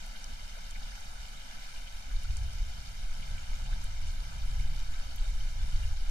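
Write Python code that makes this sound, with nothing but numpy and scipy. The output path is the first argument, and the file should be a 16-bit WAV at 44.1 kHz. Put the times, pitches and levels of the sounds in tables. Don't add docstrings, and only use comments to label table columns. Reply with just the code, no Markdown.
import sys
import numpy as np
from scipy import signal
from scipy.fft import rfft, irfft, next_fast_len
from scipy.io import wavfile
from scipy.ndimage import uniform_filter1d, map_coordinates

SR = 44100
rng = np.random.default_rng(int(sys.argv[2]) if len(sys.argv) > 2 else 0)


def materialize(psi):
    bounded = np.clip(np.atleast_2d(psi).T, -1, 1)
    quanta = np.round(bounded * 32767).astype(np.int16)
    wavfile.write(sys.argv[1], SR, quanta)


N = 269010

# pitch_hz, level_db
FLOOR_SPECTRUM = [(100, 13.5), (400, 7.5), (1000, -22.0), (3500, -1), (7000, -5), (15000, -23)]
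# start_s, lump_level_db, eddy_level_db, flap_level_db
BREEZE_LEVELS = [(0, -44, -71, -74), (.45, -44.5, -56, -69), (.62, -46, -57, -73), (.85, -41.5, -58.5, -67),
                 (1.25, -44.5, -52.5, -81), (1.7, -46, -69.5, -70), (2.06, -44, -50.5, -73),
                 (2.15, -34.5, -49, -82), (2.33, -40, -37.5, -61), (2.62, -37, -42.5, -65),
                 (2.87, -45.5, -49.5, -61.5), (3.1, -34, -54, -66), (3.3, -39, -43, -53.5),
                 (3.47, -40, -47, -65), (3.68, -39, -45.5, -56.5), (4.07, -35, -47.5, -59),
                 (4.3, -42.5, -47, -57.5), (4.6, -31, -41.5, -52), (4.73, -34, -51, -49.5),
                 (4.87, -35.5, -43.5, -72), (5.12, -39, -49, -84), (5.38, -35, -52, -56.5),
                 (5.55, -36.5, -45.5, -61.5), (5.78, -36, -39.5, -55), (5.92, -33, -42, -78),
                 (6.1, -31, -54, -63)]
# pitch_hz, level_db (per Hz)
LUMP_SPECTRUM = [(3, -3), (10, -1.5), (20, -2), (34, -4.5), (50, -17.5), (70, -30), (120, -43.5),
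                 (300, -100)]
# pitch_hz, level_db (per Hz)
EDDY_SPECTRUM = [(30, -13), (55, 7), (76, 3.5), (98, -7), (125, -17), (200, -36), (300, -52), (600, -75),
                 (2000, -110)]
# pitch_hz, level_db (per Hz)
FLAP_SPECTRUM = [(60, -19), (105, 2), (130, 1.5), (165, -6), (215, -14.5), (320, -35), (600, -44),
                 (2000, -90)]
# centre_s, peak_db, pitch_hz, direction (1 push, -1 pull)
WIND_PUFFS = [(2.143, -21, 23.6, -1), (2.309, -27.5, 35, 1), (2.434, -30, 47, -1), (2.623, -22.5, 31, 1),
              (3.733, -20, 24, 1), (4.571, -24.5, 27, 1), (4.603, -20, 23, -1), (4.693, -26, 15, 1),
              (5.211, -23.5, 22.6, -1), (5.357, -22.5, 17, -1), (5.457, -22, 21, -1), (5.636, -23, 33, -1),
              (5.75, -20.5, 26, 1)]
# centre_s, level_db (before gain), pitch_hz, length_s
PLUNGES = [(0.162, -51.5, 3400, 0.008), (0.58, -56.5, 570, 0.016), (0.76, -49.5, 2050, 0.01),
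           (0.83, -53, 3950, 0.006), (1.878, -51.5, 2750, 0.012), (3.23, -49, 2750, 0.005),
           (3.381, -49.5, 2570, 0.0045), (3.689, -57.5, 755, 0.022), (3.732, -48, 1540, 0.0056),
           (4.327, -54, 1150, 0.022), (4.964, -55.5, 1470, 0.078)]
# start_s, level_db (before the tone curve), pitch_hz
NEAR_DROPS = [(0.0628, -41, 10200), (0.2424, -34, 6000), (0.7085, -36.5, 7200), (1.0, -43, 9000),
              (1.0079, -42, 6800), (2.234, -43, 9800), (2.369, -32, 6700), (2.5323, -38, 6800),
              (3.137, -44, 11000), (3.553, -42, 7200), (3.8418, -36, 8300), (4.601, -41, 9100),
              (5.1604, -34.5, 11500)]
# pitch_hz, gain_db
DROP_TONE = [(1000, -14), (3000, -1), (7500, 1), (10000, -2), (13500, -5), (15700, -14)]
# pitch_hz, level_db (per Hz)
WATER_SPECTRUM = [(60, -2.5), (130, -2), (190, 1.5), (262, 0.5), (320, -8.5), (400, -10), (520, -5.5),
                  (700, -6), (900, -3.5), (1400, -3.5), (3000, -5), (6000, -7), (8000, -13.5), (10500, -16),
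                  (14200, -24.5), (15500, -39)]
# pitch_hz, depth_db
RUSH_PATCHES = [(300, 1.66), (2000, 0.66), (10000, 2.13)]
# pitch_hz, share (of 1)
SIDE_SHARE = [(150, .005), (1000, .025), (2000, .05), (4000, .11), (8000, .23), (14000, .3)]

FLOOR_DB, SPILL_DB, PLINK_DB, FLECK_DB = -76.5, -50.0, -63.5, -62
LUMP_GAIN_DB, EDDY_GAIN_DB, FLAP_GAIN_DB = 4, 1.5, 4
FLUTTER_DB, FLUTTER_RATE = 2, 14
SPLASH_GAIN_DB = 1.5
DROP_WIDTH, DROP_T60_S = .34, .007
SPATTER_DB, SPATTER_T60_S = -14, .035
LEFT_LAG_S = 1 / 750
TOP_HZ = 15730


def amp(db):
    return 10 ** (np.asarray(db) / 20)


def unit(x):
    return x / np.sqrt(np.mean(x ** 2) + 1e-20)


def along(points, hz):
    f, v = np.transpose(points)
    return np.interp(np.log(hz + 1), np.log(f + 1), v)


def curves(rows):
    s, *cols = np.transpose(rows)
    return [np.interp(np.arange(N) / SR, s, c) for c in cols]


def wobble(rate):
    knots = rng.standard_normal(int(N * rate / SR) + 4)
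    return map_coordinates(knots, [np.arange(N) * rate / SR])


def filtered(x, response):
    m = next_fast_len(N + SR // 2)
    hz = np.fft.rfftfreq(m, 1 / SR)
    return irfft(rfft(x, m) * response(hz), m)[..., :N]


def coloured(x, spectrum):
    return unit(filtered(x, lambda hz: amp(along(spectrum, hz))))


def patchy(x, depth, bins_size, frames_size):
    hz, _, z = signal.stft(x, SR, nperseg=512)
    field = uniform_filter1d(rng.standard_normal(z.shape), bins_size, 0)
    field = uniform_filter1d(field, frames_size, 1)
    gain = amp(along(depth, hz)[:, None] * unit(field))
    gain /= np.sqrt(np.mean(gain ** 2, axis=1, keepdims=True))
    return signal.istft(z * gain, nperseg=512)[1][:N]


def bubbles(count, low_hz, high_hz, cycles, scatter_db, rise, size):
    when, pitch, life, strength = rng.random((count, 4)).T[:, :, None]
    hz = low_hz * (high_hz / low_hz) ** pitch
    turns = hz * np.arange(size) / SR
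    age = turns / (cycles * (.5 + life))
    phase = 2 * np.pi * turns * (1 + rise * np.minimum(age, 2) / 2)
    ring = np.sin(phase) * np.exp(-age)
    gain = hz * amp(-scatter_db * np.log(strength + .01))
    index = (when * N).astype(int) + np.arange(size)
    return unit(np.bincount(index.ravel(), (gain * ring).ravel(), N)[:N])


def left_late(x):
    late = filtered(x, lambda hz: np.exp(-2j * np.pi * hz * LEFT_LAG_S))
    return np.array([late, x])


def faint_floor():
    noise = amp(3 * wobble(12)) * rng.standard_normal((2, N))
    return amp(FLOOR_DB) * coloured(noise, FLOOR_SPECTRUM)


def wind():
    lump_db, eddy_db, flap_db = curves(BREEZE_LEVELS)
    layers = [(LUMP_SPECTRUM, lump_db + LUMP_GAIN_DB),
              (EDDY_SPECTRUM, eddy_db + EDDY_GAIN_DB),
              (FLAP_SPECTRUM, flap_db + FLAP_GAIN_DB)]
    out = np.zeros(N)
    for spectrum, level_db in layers:
        air = coloured(rng.standard_normal(N), spectrum)
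        power = uniform_filter1d(uniform_filter1d(air ** 2, size=3500), size=2500)
        even_air = air / (np.sqrt(np.abs(power)) + 0.013)
        out += amp(level_db + FLUTTER_DB * wobble(FLUTTER_RATE)) * even_air
    return out


def puffs():
    t, out = np.arange(N) / SR, np.zeros(N)
    for centre_s, peak_db, pitch_hz, direction in WIND_PUFFS:
        u = (np.pi * pitch_hz * (t - centre_s)) ** 2
        out += np.sign(direction) * amp(peak_db) * (1 - 2 * u) * np.exp(-u)
    return out


def trickle():
    plinks = bubbles(count=260, low_hz=900, high_hz=5200, cycles=12, scatter_db=2.2, rise=0.08, size=1600)
    flecks = bubbles(count=700, low_hz=1400, high_hz=8000, cycles=1.8, scatter_db=1.9, rise=0, size=400)
    plinks = amp(PLINK_DB) * coloured(plinks, WATER_SPECTRUM)
    return plinks + amp(FLECK_DB) * coloured(flecks, WATER_SPECTRUM)


def splashes():
    t, out = np.arange(N) / SR, np.zeros(N)
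    for centre_s, level_db, pitch_hz, length_s in PLUNGES:
        band = lambda hz: np.exp(-(np.log((hz + 1) / pitch_hz) / 0.3) ** 2)
        swarm = unit(filtered(rng.standard_normal(N), band))
        swell = np.exp(-((t - centre_s) / length_s) ** 2)
        out += amp(level_db + SPLASH_GAIN_DB) * swarm * swell
    return out


def drops():
    t, out = np.arange(SR // 25) / SR, np.zeros(N + SR)
    hz = np.fft.rfftfreq(len(t), 1 / SR)
    burst_decay = amp(-60 * t / DROP_T60_S)
    spatter_decay = amp(SPATTER_DB - 60 * t / SPATTER_T60_S)
    for start_s, level_db, pitch_hz in NEAR_DROPS:
        band = np.exp(-(np.log((hz + 1) / pitch_hz) / DROP_WIDTH) ** 2)
        random_phase = np.exp(2j * np.pi * rng.random(len(hz)))
        fizz = unit(irfft(band * random_phase, len(t)))
        snap = (t == 0) + .2 * rng.standard_normal(len(t)) * burst_decay
        burst = .55 * fizz * (burst_decay + spatter_decay)
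        out[round(start_s * SR):][:len(t)] += amp(level_db) * (snap + burst)
    return filtered(out[:N], lambda hz: amp(along(DROP_TONE, hz)))


def spill():
    rush = patchy(unit(rng.standard_normal(N)), RUSH_PATCHES, bins_size=14, frames_size=7)
    gurgle = bubbles(count=2600, low_hz=477.5, high_hz=6520, cycles=8.6,
                     scatter_db=2.5, rise=0.052, size=1200)
    spray = bubbles(count=9000, low_hz=2240, high_hz=15800, cycles=0.97, scatter_db=2.5, rise=0, size=100)
    spray = unit(spray * amp(2.15 * wobble(22)))
    surge = amp(0.37 * wobble(11) + 0.29 * wobble(45))
    water = surge * (rush + amp(-14.5) * gurgle + amp(-6.5) * spray)
    return amp(SPILL_DB) * coloured(water, WATER_SPECTRUM)


def scene():
    share = lambda hz: np.clip(along(SIDE_SHARE, hz), 0, .5)
    main = filtered(spill(), lambda hz: np.sqrt(1 - share(hz)))
    wide = filtered(spill(), lambda hz: np.sqrt(share(hz)))
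    right_first = main + trickle() + splashes() + drops() + wind() + puffs()
    left_first = left_late(wide)[::-1]
    return left_late(right_first) + left_first + faint_floor()


def record(dry):
    return filtered(dry, lambda hz: hz < TOP_HZ)


dry = scene()
out = record(dry)
materialize(out)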